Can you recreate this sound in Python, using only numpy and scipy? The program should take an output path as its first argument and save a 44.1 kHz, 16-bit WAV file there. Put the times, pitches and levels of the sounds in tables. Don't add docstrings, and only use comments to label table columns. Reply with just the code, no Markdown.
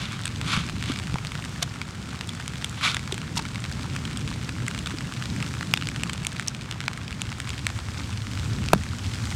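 import sys
import numpy as np
from scipy import signal
from scipy.fft import rfft, irfft
from scipy.io import wavfile
from scipy.ndimage import uniform_filter1d

SR = 44100
rng = np.random.default_rng(int(sys.argv[2]) if len(sys.argv) > 2 else 0)


def to_wav(s):
    ch = np.atleast_2d(s).T
    pcm = np.round(np.clip(ch, -1, 1) * 32767)
    wavfile.write(sys.argv[1], SR, pcm.astype(np.int16))


N = 412335
T = np.arange(N) / SR


def undb(db):
    return 10 ** (np.asarray(db) / 20)


def curve(rows):
    return np.interp(T, *np.transpose(rows))


def unit(x):
    return x / np.sqrt(np.mean(x ** 2) + 1e-18)


def add(out, start_s, x):
    i = int(np.clip(start_s * SR, 0, N - 1))
    out[i:i + len(x)] += x[:N - i]


def colour(x, points, size=8192):
    hz, db = np.transpose(points)
    log_hz = np.log(np.fft.rfftfreq(size, 1 / SR) + 1)
    log_gain = np.log(undb(np.interp(log_hz, np.log(hz), db)))
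    cepstrum = irfft(log_gain)
    cepstrum[1:size // 2] *= 2
    cepstrum[size // 2 + 1:] = 0
    impulse = irfft(np.exp(rfft(cepstrum)))
    return signal.fftconvolve(x, impulse)[:N]


def ring(x, hz, q):
    w = 2 * np.pi * min(hz / SR, .45)
    a = np.sin(w) / (2 * q)
    return signal.lfilter([a, 0, -a], [1 + a, -2 * np.cos(w), 1 - a], x)


def walk(rate_hz):
    k = int(SR / rate_hz)
    held = np.repeat(rng.standard_normal(N // k + 1), k)
    return unit(uniform_filter1d(uniform_filter1d(held, k), k)[:N])


def mode(hz, t60_s):
    t = T[:SR // 5]
    return np.sin(2 * np.pi * hz * t) * np.exp(-np.log(1000) * t / t60_s)


# time in seconds, level in dB.
WIND_DB = [(0, -33), (.3, -33.5), (.55, -30), (1.1, -31), (1.3, -34), (2, -35), (2.4, -33.5), (2.8, -34.5),
           (3.85, -31.5), (4.9, -31.5), (5.6, -31.5), (6.5, -35), (7.1, -34.5), (8, -31.5), (8.6, -28.5),
           (9.35, -30.5)]
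# time in seconds, pitch in Hz.
EDDY_HZ = [(0, 126), (2.4, 135), (3.6, 128), (6.2, 137), (7.1, 117.4), (8, 102.5), (9.35, 108.6)]
# frequency in Hz, density in dB per Hz.
WIND_COLOUR = [(13, -33), (22, -36), (65, -4), (119, 0.5), (196, -6.5), (269, -11.5), (365, -21),
               (600, -31.5), (780, -72), (1320, -120)]
GUST_DB, GUSTS_PER_S = 1.0, 9


def wind(hump_db=8.0, hump_octaves=0.38, tilt_db=6.0):
    centre = np.log2(curve(EDDY_HZ))
    shift = centre - centre.mean()
    spectrum = rfft(colour(rng.standard_normal(N), WIND_COLOUR))
    bin_hz = np.clip(np.fft.rfftfreq(N, 1 / SR), 40, 320)
    band = np.round(3 * np.log2(bin_hz)) / 3
    air = 0
    for octave in np.unique(band):
        hump = np.exp(-((octave - centre) / hump_octaves) ** 2)
        tilt = shift * (octave - centre.mean())
        band_db = hump_db * (hump - hump.mean()) + tilt_db * tilt
        air = air + irfft(spectrum * (band == octave), N) * undb(band_db)
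    steady = air / np.sqrt(uniform_filter1d(air ** 2, SR // 5))
    return steady * undb(curve(WIND_DB) + GUST_DB * walk(GUSTS_PER_S))


# time in seconds, strength in dB.
RAIN_DB = [(0, -46.5), (.7, -44.5), (1.4, -44.5), (1.9, -47), (2.6, -45), (3, -44.5), (3.5, -45.5),
           (4.3, -44.5), (5, -44), (5.5, -42), (6.2, -47), (6.6, -47.5), (7, -48), (7.5, -44.5),
           (7.9, -44.5), (8.5, -42.5), (8.85, -44), (9.35, -40.5)]
# frequency in Hz, density in dB per Hz.
HISS_COLOUR = [(190, -28), (330, -3), (500, -6), (800, -4.5), (1400, -4), (1900, -5.5), (3000, -7),
               (4200, -9), (6200, -11), (8000, -13.5), (10000, -22.5), (13000, -29.5), (16000, -38)]


def hiss(rain_db, over_db=0.93, flicker_db=0.5, split_hz=3500, low_follows=0.15, treble_follows=1.2):
    field = unit(colour(rng.standard_normal(N), HISS_COLOUR))
    low = signal.sosfiltfilt(signal.butter(2, split_hz, fs=SR, output="sos"), field)
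    treble = field - low
    swell_db = rain_db - rain_db.mean()
    sound = low * undb(low_follows * swell_db) + treble * undb(treble_follows * swell_db)
    return sound * undb(rain_db.mean() + over_db + flicker_db * walk(10))


FIZZ_HZ, FIZZ_Q = 8560, 1.3


def drop(noise, hz, spray, fizz_db, tail_db, slap_q=1.46, spray_q=2.65, spray_s=0.0022, tail_s=0.0069,
         leaf_gain=0.47, leaf_s=0.00052, body_hz=7500):
    t = T[:len(noise)]
    spray = np.clip(spray, 0, 1)
    slap = unit(ring(1. * (t == 0), hz, slap_q))
    burst = unit(ring(noise * np.exp(-(t / spray_s) ** 2), hz, spray_q))
    scatter = unit(ring(noise[::-1] * np.exp(-t / tail_s), hz, slap_q))
    x = np.sqrt(1 - spray) * slap + np.sqrt(spray) * burst + undb(tail_db) * scatter
    delay_s = leaf_s * np.exp(.5 * noise[-3])
    x = x + leaf_gain * np.interp(t - delay_s, t, x, left=0)
    body = signal.lfilter([1, .5], [1, -np.exp(-2 * np.pi * body_hz / SR)], x)
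    fizz = ring(ring(x, FIZZ_HZ, FIZZ_Q), FIZZ_HZ, FIZZ_Q)
    mixed = unit(unit(body) + undb(fizz_db) * unit(fizz))
    return mixed * np.sqrt(.001 / t[-1])


# frequency in Hz, gain in dB.
WET_GRASS = [(100, -16), (500, -3.5), (850, 3), (1400, 3.5), (1850, -1), (2300, -1), (3400, -1),
             (5000, 1.5), (8300, -1.5), (10500, -9.5), (13500, -5.5), (16000, -3)]


def patter(rain_db, count=1800, size=400, base_db=-43.0, spread_db=4.0, most_db=-32, rain_follows=0.26,
           centre_hz=2400, octaves=0.58, fizz_db=-15, fizz_spread_db=6, tail_db=-24):
    out = np.zeros(N)
    swell_db = rain_db - rain_db.mean()
    for (when, far, wet), noise in zip(rng.random((count, 3)), rng.standard_normal((count, size))):
        db = min(base_db - spread_db * np.log(far), most_db) + rain_follows * swell_db[int(when * N)]
        hz = centre_hz * 2 ** (octaves * noise[-1])
        this_fizz_db = fizz_db + fizz_spread_db * noise[-2]
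        add(out, when * N / SR, undb(db) * drop(noise, hz, .5 * wet ** 2, this_fizz_db, tail_db))
    return colour(out, WET_GRASS)


# time in seconds, typical level in dB rms over 1 ms.
SHOWER_DB = [(0, -30), (1.2, -23.5), (1.9, -37), (3, -24.5), (4.2, -32), (5.2, -25.5), (6.1, -30.5),
             (6.8, -25.5), (7.7, -30), (8.3, -28.5), (9.35, -29.5)]


def stem_drops(count=150, size=600, spread_db=2.5, centre_hz=2400, octaves=0.37, most_spray=.6,
               fizz_db=-15, fizz_spread_db=6, tail_db=-26):
    out, shower_db = np.zeros(N), curve(SHOWER_DB)
    draws = zip(rng.random((count, 3)), rng.standard_normal((count, size)))
    for k, ((when, strength, wet), noise) in enumerate(draws):
        start_s = (k + 2 * when) % count / count * N / SR
        db = shower_db[int(start_s * SR)] + spread_db * (2 * strength - 1)
        hz = centre_hz * 2 ** (octaves * noise[-1])
        this_fizz_db = fizz_db + fizz_spread_db * noise[-2]
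        add(out, start_s, undb(db) * drop(noise, hz, most_spray * wet ** 2, this_fizz_db, tail_db))
    return colour(out, WET_GRASS)


# peak time in seconds, level in dB, rise in seconds, fall in seconds.
RUSTLES = [(.02, -34.5, 0.08, 0.053), (.14, -41, 0.026, 0.022), (.505, -29, 0.025, 0.035),
           (0.556, -30, 0.039, 0.042), (.905, -34.5, 0.056, 0.036), (1.628, -31, 0.0063, 0.0057),
           (2.861, -21.5, 0.027, 0.035), (4.94, -43.5, 0.011, 0.014)]
# frequency in Hz, density in dB per Hz.
RUSTLE_COLOUR = [(300, -48), (600, -14.5), (850, -12.5), (1150, -1), (1450, -1), (1800, -8.5), (2300, 0),
                 (2800, -4), (3450, -0.5), (5000, -10.5), (7500, -16.5), (9500, -24), (10800, -22.5),
                 (15000, -56)]
# peak time in seconds, spatter level in dB, length in seconds,
# spatter pitch in Hz, stem knock in dB, knock pitch in Hz.
FLICKS = [(1.6287, -16, 0.0029, 4430, -26.5, 705), (3.377, -24, 0.0061, 4500, -24, 940),
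          (3.395, -27.5, 0.00413, 1500, -29, 890)]
FLICK_TOP_HZ = 7840


def rustles(grain_db=2.0, catch_db=1.5, flick_q=0.87, stem_t60_s=0.05):
    swell = np.zeros(N)
    for peak_s, db, rise_s, fall_s in RUSTLES:
        away = (T - peak_s) / np.where(T < peak_s, rise_s, fall_s)
        swell += undb(db) * np.exp(.5 - np.hypot(.5, away))
    grain = rng.standard_normal(N) * undb(grain_db * walk(900) + catch_db * walk(110))
    out = swell * unit(colour(grain, RUSTLE_COLOUR))
    dull = signal.butter(2, FLICK_TOP_HZ, fs=SR, output="sos")
    spatter = signal.sosfilt(dull, rng.standard_normal(N))
    for peak_s, db, length_s, hz, stem_db, stem_hz in FLICKS:
        burst = np.exp(-((T - peak_s) / length_s) ** 2)
        out += undb(db) * burst * unit(ring(spatter, hz, flick_q))
        add(out, peak_s - length_s, undb(stem_db) * mode(stem_hz, stem_t60_s))
    return out


# frequency in Hz, relative gain in dB.
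SMACK_COLOUR = [(60, -16), (200, -3), (400, -5), (630, 0), (950, 6), (1350, 3.5), (1800, -17), (2600, -2),
                (4500, -20), (7000, -14), (14000, -32)]
# pitch in Hz, level in dB, 60 dB decay in seconds.
SHELL = [(430, -4, 0.014), (620, 5.5, 0.0085), (940, -4, 0.0092), (1300, -1.5, 0.0057), (1600, -6.5, 0.013)]
# start in seconds, level in dB, pitch in Hz.
BUMPS = [(.575, -14.5, 176), (0.738, -21, 189), (0.899, -16.5, 270), (1.124, -21, 169), (1.142, -12, 159),
         (3.125, -23, 380), (4.94, -22, 305), (8.738, -9, 183), (8.7586, -13.5, 195)]
KNOCK_S, KNOCK_PEAK_DB = 8.7331, 6
SHELL_LAG_S = .0008
SPLASH_S = 0.0015


def housing(bump_t60_s=0.048, splash_db=-9, splash_hz=3000, splash_q=0.76):
    out = np.zeros(N)
    smack = colour(1. * (T == 0), SMACK_COLOUR)
    smack = undb(KNOCK_PEAK_DB) * smack / np.abs(smack).max()
    splash = unit(ring(rng.standard_normal(N), splash_hz, splash_q)) * np.exp(-T / SPLASH_S)
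    add(out, KNOCK_S, smack + undb(splash_db) * splash)
    for hz, db, t60_s in SHELL:
        add(out, KNOCK_S + SHELL_LAG_S, undb(db) * mode(hz, t60_s))
    for start_s, db, hz in BUMPS:
        add(out, start_s, undb(db) * mode(hz, bump_t60_s))
    return out


# start in seconds, level in dB rms over 1 ms, slap pitch in Hz,
# share of spray from 0 to 1, fizz of fine droplets in dB relative to the body.
NEAR_DROPS = [(0.2553, -16, 3220, 0.99, -2), (.278, -21.5, 2720, 0.7, -6), (0.4142, -21, 2710, 0, -12),
              (.826, -21, 2600, 0.2, -14), (.9889, -23.5, 3010, 0.1, -13), (1.157, -22, 1080, 0.9, -27),
              (1.1851, -24.5, 2200, 0.23, -23), (1.2704, -25, 4220, .2, -15),
              (1.3194, -23.5, 2580, 0.6, -11), (1.8156, -20.5, 2280, 0.25, -19),
              (2.2106, -21, 2690, 0, -18), (2.291, -21, 3320, 0.8, -13), (2.4792, -20.5, 3320, .45, -1.5),
              (2.6448, -14.5, 2800, 0.5, -6), (2.9454, -16, 3190, 0.97, -6), (2.9679, -16, 2070, 0.36, -23),
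              (3.1231, -17.5, 3570, 0.75, -8), (3.1798, -23.5, 2240, 0, -9), (3.5578, -23, 2350, 0.2, -19),
              (3.641, -24, 3010, 0, -21), (3.9629, -20.5, 2140, 0.97, -9), (4.0526, -22.5, 2850, 0.4, -26),
              (4.1726, -22, 3770, 0.7, -1), (4.2768, -24, 2780, .5, -16), (4.4928, -22, 2570, 0.13, -14),
              (4.681, -16.5, 2120, 0.98, -4), (4.7482, -23, 2220, 0, -13), (4.7895, -23, 3300, .7, -5),
              (4.86, -21.5, 2830, 0.6, -16), (4.8723, -21, 2870, .3, -11), (5.2243, -22.5, 2240, 0.02, -21),
              (5.4262, -19.5, 2620, 0.3, -11), (5.61, -21, 1270, 0.14, -25), (5.7385, -4, 2430, .1, -19),
              (5.7739, -17, 2580, .7, -14), (5.8127, -25, 2580, 0.1, -26), (5.8234, -21.5, 2490, 1, -23),
              (5.8715, -20.5, 3380, 0, -19), (5.8878, -19, 2540, 0.5, -4.5), (5.9615, -22.5, 2460, 0, -13),
              (6.0351, -14.5, 2420, 0.08, -7), (6.0964, -19, 2260, 0.6, -12), (6.133, -21.5, 3190, .1, -3),
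              (6.2485, -19, 2500, 0.8, -7), (6.2687, -13, 3140, 0.03, -.5), (6.397, -17, 1900, 0, -10),
              (6.4755, -22.5, 3830, 0.2, -4), (6.482, -13.5, 5800, 0.94, -12), (6.7127, -22, 3300, 0, -22),
              (6.8048, -21.5, 2600, 0.03, -17), (6.8809, -13, 2040, 0.1, -28), (7.218, -16, 2730, 0.07, -3),
              (7.402, -20, 2580, 0, -6), (7.492, -23, 2580, 0.9, -4), (7.504, -23, 3100, 0, -21),
              (7.6677, -11.5, 2450, .1, -7), (8.2694, -27, 2240, 0, -27), (8.6866, -19.5, 3060, 0.15, -30),
              (9.255, -27.5, 3940, .15, -6)]


def near_drops(size=900, tail_db=-24):
    out = np.zeros(N)
    noises = rng.standard_normal((len(NEAR_DROPS), size))
    for (start_s, db, hz, spray, fizz_db), noise in zip(NEAR_DROPS, noises):
        add(out, start_s, undb(db) * drop(noise, hz, spray, fizz_db, tail_db))
    return colour(out, WET_GRASS)


def scene():
    rain_db = curve(RAIN_DB)
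    background = wind() + hiss(rain_db) + patter(rain_db)
    close = stem_drops() + rustles() + housing() + near_drops()
    return (background + close)[None]


# frequency in Hz, width in Hz, level in dB relative to the direct sound.
CAVITY = [(1300, 590, -18.5), (2240, 71, -14), (3290, 25, -19), (3530, 64, -12)]
CLIP_LEVEL, TOP_HZ = .72, 16100


def record(dry):
    coloured = dry + sum(undb(db) * ring(dry, hz, hz / width_hz) for hz, width_hz, db in CAVITY)
    clipped = np.clip(coloured, -CLIP_LEVEL, CLIP_LEVEL)
    return signal.sosfilt(signal.ellip(8, .2, 70, TOP_HZ, fs=SR, output="sos"), clipped)


dry = scene()
out = record(dry)
to_wav(out)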